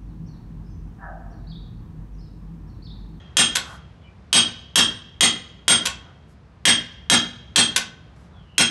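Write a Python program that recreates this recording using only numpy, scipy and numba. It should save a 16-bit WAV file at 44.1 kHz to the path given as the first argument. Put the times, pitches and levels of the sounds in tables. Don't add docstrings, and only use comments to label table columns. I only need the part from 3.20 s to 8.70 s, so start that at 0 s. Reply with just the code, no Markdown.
import sys
import numpy as np
from scipy import signal
from scipy.fft import rfft, irfft
from scipy.io import wavfile
from scipy.ndimage import uniform_filter1d, minimum_filter1d
from numba import njit

SR = 44100
rng = np.random.default_rng(int(sys.argv[2]) if len(sys.argv) > 2 else 0)


def put_to_file(sound):
    columns = np.atleast_2d(sound).T
    safe = np.clip(columns, -1, 1)
    whole_steps = np.round(safe * 32767)
    wavfile.write(sys.argv[1], SR, whole_steps.astype(np.int16))


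N = 242550

# [pitch_hz, relative_level_db]
RUMBLE_COLOUR = [(20, -27), (40, -15), (62, 3), (110, -3.5), (170, -3.5), (260, -16.5), (600, -22),
                 (1200, -25.5), (3000, -36), (5000, -42), (8000, -52), (12000, -61.5)]
# [pitch_hz, early_t60_s, late_t60_s, late_relative_to_early_db]
ROOM_DECAY = [(100, 0.16, 1, -4), (293, 0.52, 1, -11), (875, 0.36, 0.8, -18.5), (2570, 0.3, 0.78, -21),
              (5100, 0.26, 0.61, -21), (7850, 0.2, 0.44, -26.5), (11800, 0.12, 0.32, -28)]
# [start_s, length_s, start_pitch_hz, end_pitch_hz, level_db]
BIRD_CHIRPS = [(0.778, 0.073, 3400, 3280, -73), (0.818, 0.06, 3210, 2915, -60.5),
               (0.837, 0.065, 2345, 2405, -59.5), (5.11, 0.15, 3630, 2970, -63),
               (5.217, 0.41, 2876, 2950, -57.5)]
# [pitch_hz, relative_level_db]
SCRAPE_COLOUR = [(200, -24), (800, 6), (1500, 9.5), (2500, -17), (5000, -7.5), (8000, -12.5),
                 (12000, -18.5)]
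# [middle_s, length_s, level_db, tilt_db_per_octave]
DISH_SLIDES = [(0.502, 0.18, -45, 0), (0.598, 0.067, -63, -13), (2.867, 0.18, -56, -5.5),
               (3.108, 0.073, -67, 5), (4.966, 0.017, -60, 0.5), (5.02, 0.15, -67, 3),
               (5.167, 0.15, -51, -8)]
# [pitch_hz, relative_level_db]
CRACK_COLOUR = [(100, -47.5), (400, -27.5), (850, -14), (1150, -10.5), (1600, 1.5), (2300, -2.5),
                (3400, 6.5), (4300, -1), (6300, 0), (8000, -2.5), (9500, -6.5), (11500, -6.5),
                (14000, -32.5)]
# [pitch_hz, relative_level_db]
THUD_COLOUR = [(40, -25), (90, -6), (190, -3.5), (300, 7), (420, -9), (700, -4.5), (1100, -8), (2000, -7.5),
               (5000, -47.5)]
# [pitch_hz, relative_level_db, t60_s]
STEEL_MODES = [(3219, -1.5, .11), (3240, 0, .14), (3334, -13, .1), (3458, -16, .1), (3735, -12, .1),
               (4990, -18, .1), (6408, -9, .11), (8531, -11, .11), (8548, -7, .18), (11051, -27, .16)]
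# [pitch_hz, relative_level_db, t60_s]
COPPER_MODES = [(1105, -10, .13), (1525, -8, .1), (1641, -13, .05), (1827, -15, .05), (2095, -18, .05),
                (2645, -11, .08), (3030, -16, .04), (3262, -15, .06), (4305, -18, .04), (7640, -18, .04)]
# [pitch_hz, relative_level_db, t60_s]
BOOM_MODES = [(112, -12, .4), (168, -9, .3), (182, -14, .6), (238, 0, .42), (268, -7, .15), (305, -3, .24),
              (398, -10, .18), (550, -10, .15), (667, -5, .2), (726, -6, .2), (775, -9, .18),
              (860, -10, .18)]
# [start_s, force_db, first_touch_relative_to_landing_db, copper_ring_db]
HAMMER_TAPS = [(0.353, -23, -6, 10.5), (2.6545, -25, -5, 12), (4.5612, -24, 4.5, 11)]
# [start_s, force_db, thud_db, top_steel_modes_db]
HAMMER_BLOWS = [(-.42, 4.5, 2, -2), (0.169, -3.5, -3, -1.5), (1.1286, -2, -2, 0), (1.557, -3, -2, 0),
                (2.0079, -3.5, -1.5, 1.5), (2.4804, -4, -2.5, 0.5), (3.4537, -2.5, -0.5, -3),
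                (3.899, -3, 4, -1), (4.3595, -3.5, -0.5, -2.5), (5.3806, -5.5, 1, -1)]

T = np.arange(SR) / SR

RUMBLE_DB, CRACK_DB, THUD_DB = -45.5, -14, -30.5
STEEL_DB, COPPER_DB, BOOM_DB = -18.5, -30, -32.5
LANDING_S, REBOUND_S, REBOUND_DB = .004, .015, -2.5
BLOW_THUD_DB, BLOW_STEEL_DB, BLOW_TOP_DB, BLOW_COPPER_DB = -2, -2.5, 3, -5.5
TAP_THUD_DB, TAP_STEEL_DB, TAP_TOP_DB = -9.5, -16.5, -1


def undb(db):
    return 10 ** (np.asarray(db) / 20)


def level(x, db):
    return x * undb(db) / np.sqrt(np.mean(x ** 2))


def fade(t60):
    return np.exp(-np.log(1000) * T / max(t60, 1 / SR))


def rise(seconds):
    return 1 - np.exp(-T / seconds)


def swell(length):
    return np.sin(np.pi * np.minimum(T / length, 1))


def add(out, at, x):
    i = int(at * SR)
    part = x[max(-i, 0):len(out) - i]
    first = max(i, 0)
    out[first:first + len(part)] += part


def colour(x, spectrum, tilt_db=0):
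    hz, db = np.transpose(spectrum)
    octave = np.log2(np.maximum(np.fft.rfftfreq(len(x), 1 / SR), 1))
    gain_db = np.interp(octave, np.log2(hz), db) + tilt_db * octave
    return irfft(rfft(x) * undb(gain_db), len(x))


def walk(rate):
    k = int(SR / rate)
    steps = np.repeat(rng.standard_normal(N // k + 1), k)
    return level(uniform_filter1d(steps, k)[:N], 0)


def workshop(build_s=0.0036):
    noise = rfft(rng.standard_normal(SR))
    octave = np.log2(np.arange(len(noise)) + 1)
    centres = np.log2([row[0] for row in ROOM_DECAY])
    tail = 0
    for share, (_, early, late, late_db) in zip(np.eye(len(ROOM_DECAY)), ROOM_DECAY):
        band = irfft(noise * np.interp(octave, centres, share), SR)
        tail = tail + band * np.hypot(fade(early), undb(late_db) * fade(late))
    tail = tail * rise(build_s)
    return tail / np.linalg.norm(tail)


def heard(x, room, db, direct_db):
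    reflections = signal.fftconvolve(x, room)[:SR]
    return level(undb(direct_db) * x + reflections, db)


def rumble():
    noise = colour(rng.standard_normal(N), RUMBLE_COLOUR)
    return level(noise * undb(0.94 * walk(2.9)), RUMBLE_DB)


def bird(room):
    out = np.zeros(N)
    for at, length, start_hz, end_hz, db in BIRD_CHIRPS:
        glide = np.interp(T, [0, length], [start_hz, end_hz])
        hz = glide * (1 + .04 * walk(500)[:SR])
        call = np.sin(2 * np.pi * np.cumsum(hz) / SR) * swell(length)
        add(out, at, heard(call, room, db + 10 * np.log10(length), direct_db=1.5))
    return out


def slides(room):
    out = np.zeros(N)
    for middle, length, db, tilt_db in DISH_SLIDES:
        slips = rng.standard_normal(SR) * undb(2 * rng.exponential(size=SR))
        rub = colour(slips, SCRAPE_COLOUR, tilt_db) * swell(length)
        add(out, middle - length / 2, heard(rub, room, db + 10 * np.log10(length), direct_db=6.0))
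    return out


def ring(modes, room, detune, direct_db, top_db=0):
    out = 0
    for hz, db, t60 in modes:
        shifted_hz = hz * (1 + detune * rng.standard_normal())
        tone = np.sin(2 * np.pi * shifted_hz * T) * fade(t60)
        out = out + heard(tone, room, db + top_db * (hz > 6000), direct_db)
    return out


def crack(room):
    burst = colour(rng.standard_normal(SR), CRACK_COLOUR)
    burst = burst * rise(0.00081) * (fade(0.021) + 0.11 * fade(0.077))
    return heard(burst, room, CRACK_DB, direct_db=7.5)


def thud(room, thud_db):
    rough = level(rng.standard_normal(SR) * fade(0.73), -5.5)
    knock = colour(level(room, 0) + rough, THUD_COLOUR)
    return level(knock * rise(0.0055) * fade(0.4), THUD_DB + thud_db)


def boom(thud_db):
    tones = sum(undb(db) * np.cos(2 * np.pi * hz * T) * fade(t60) for hz, db, t60 in BOOM_MODES)
    return level(tones * rise(.008), BOOM_DB + thud_db)


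def contact(room, thud_db, steel_db, top_db, copper_db):
    out = crack(room) + thud(room, thud_db)
    out += undb(STEEL_DB + steel_db) * ring(STEEL_MODES, room, detune=0.0016, direct_db=5.5, top_db=top_db)
    out += undb(COPPER_DB + copper_db) * ring(COPPER_MODES, room, detune=0.007, direct_db=2)
    add(out, 0.014, boom(thud_db))
    return out


def taps(room):
    out = np.zeros(N)
    for at, force_db, touch_db, copper_db in HAMMER_TAPS:
        for delay, db in [(0, touch_db), (LANDING_S, 0), (REBOUND_S, REBOUND_DB)]:
            tap = contact(room, TAP_THUD_DB, TAP_STEEL_DB, TAP_TOP_DB, copper_db)
            add(out, at + delay, undb(force_db + db) * tap)
    return out


def blows(room):
    out = np.zeros(N)
    for at, force_db, thud_db, top_db in HAMMER_BLOWS:
        blow = contact(room, BLOW_THUD_DB + thud_db, BLOW_STEEL_DB, BLOW_TOP_DB + top_db, BLOW_COPPER_DB)
        add(out, at, undb(force_db) * blow)
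    return out


def scene():
    room = workshop()
    return (rumble() + bird(room) + slides(room) + taps(room) + blows(room))[None]


@njit
def follow(x, attack, release):
    out, e = np.empty(len(x)), 0.
    for i in range(len(x)):
        e += (x[i] - e) * (attack if x[i] > e else release)
        out[i] = e
    return out


def limiter(x, top_db, attack_s, release_s):
    attack = 1 - np.exp(-1 / (attack_s * SR))
    release = 1 - np.exp(-1 / (release_s * SR))
    envelope = follow(np.abs(x), attack, release)
    gain = np.minimum(1, undb(top_db) / np.maximum(envelope, 1 / SR))
    return x * uniform_filter1d(minimum_filter1d(gain, size=41), size=21)


def record(dry):
    held = limiter(dry[0], top_db=-4.5, attack_s=.00008, release_s=0.011)
    rounded = np.tanh(held)
    high_pass = signal.butter(3, 45, "high", fs=SR, output="sos")
    low_pass = signal.ellip(8, .3, 70, 11700, fs=SR, output="sos")
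    return signal.sosfilt(low_pass, signal.sosfilt(high_pass, rounded))[None]


dry = scene()
out = record(dry)
put_to_file(out)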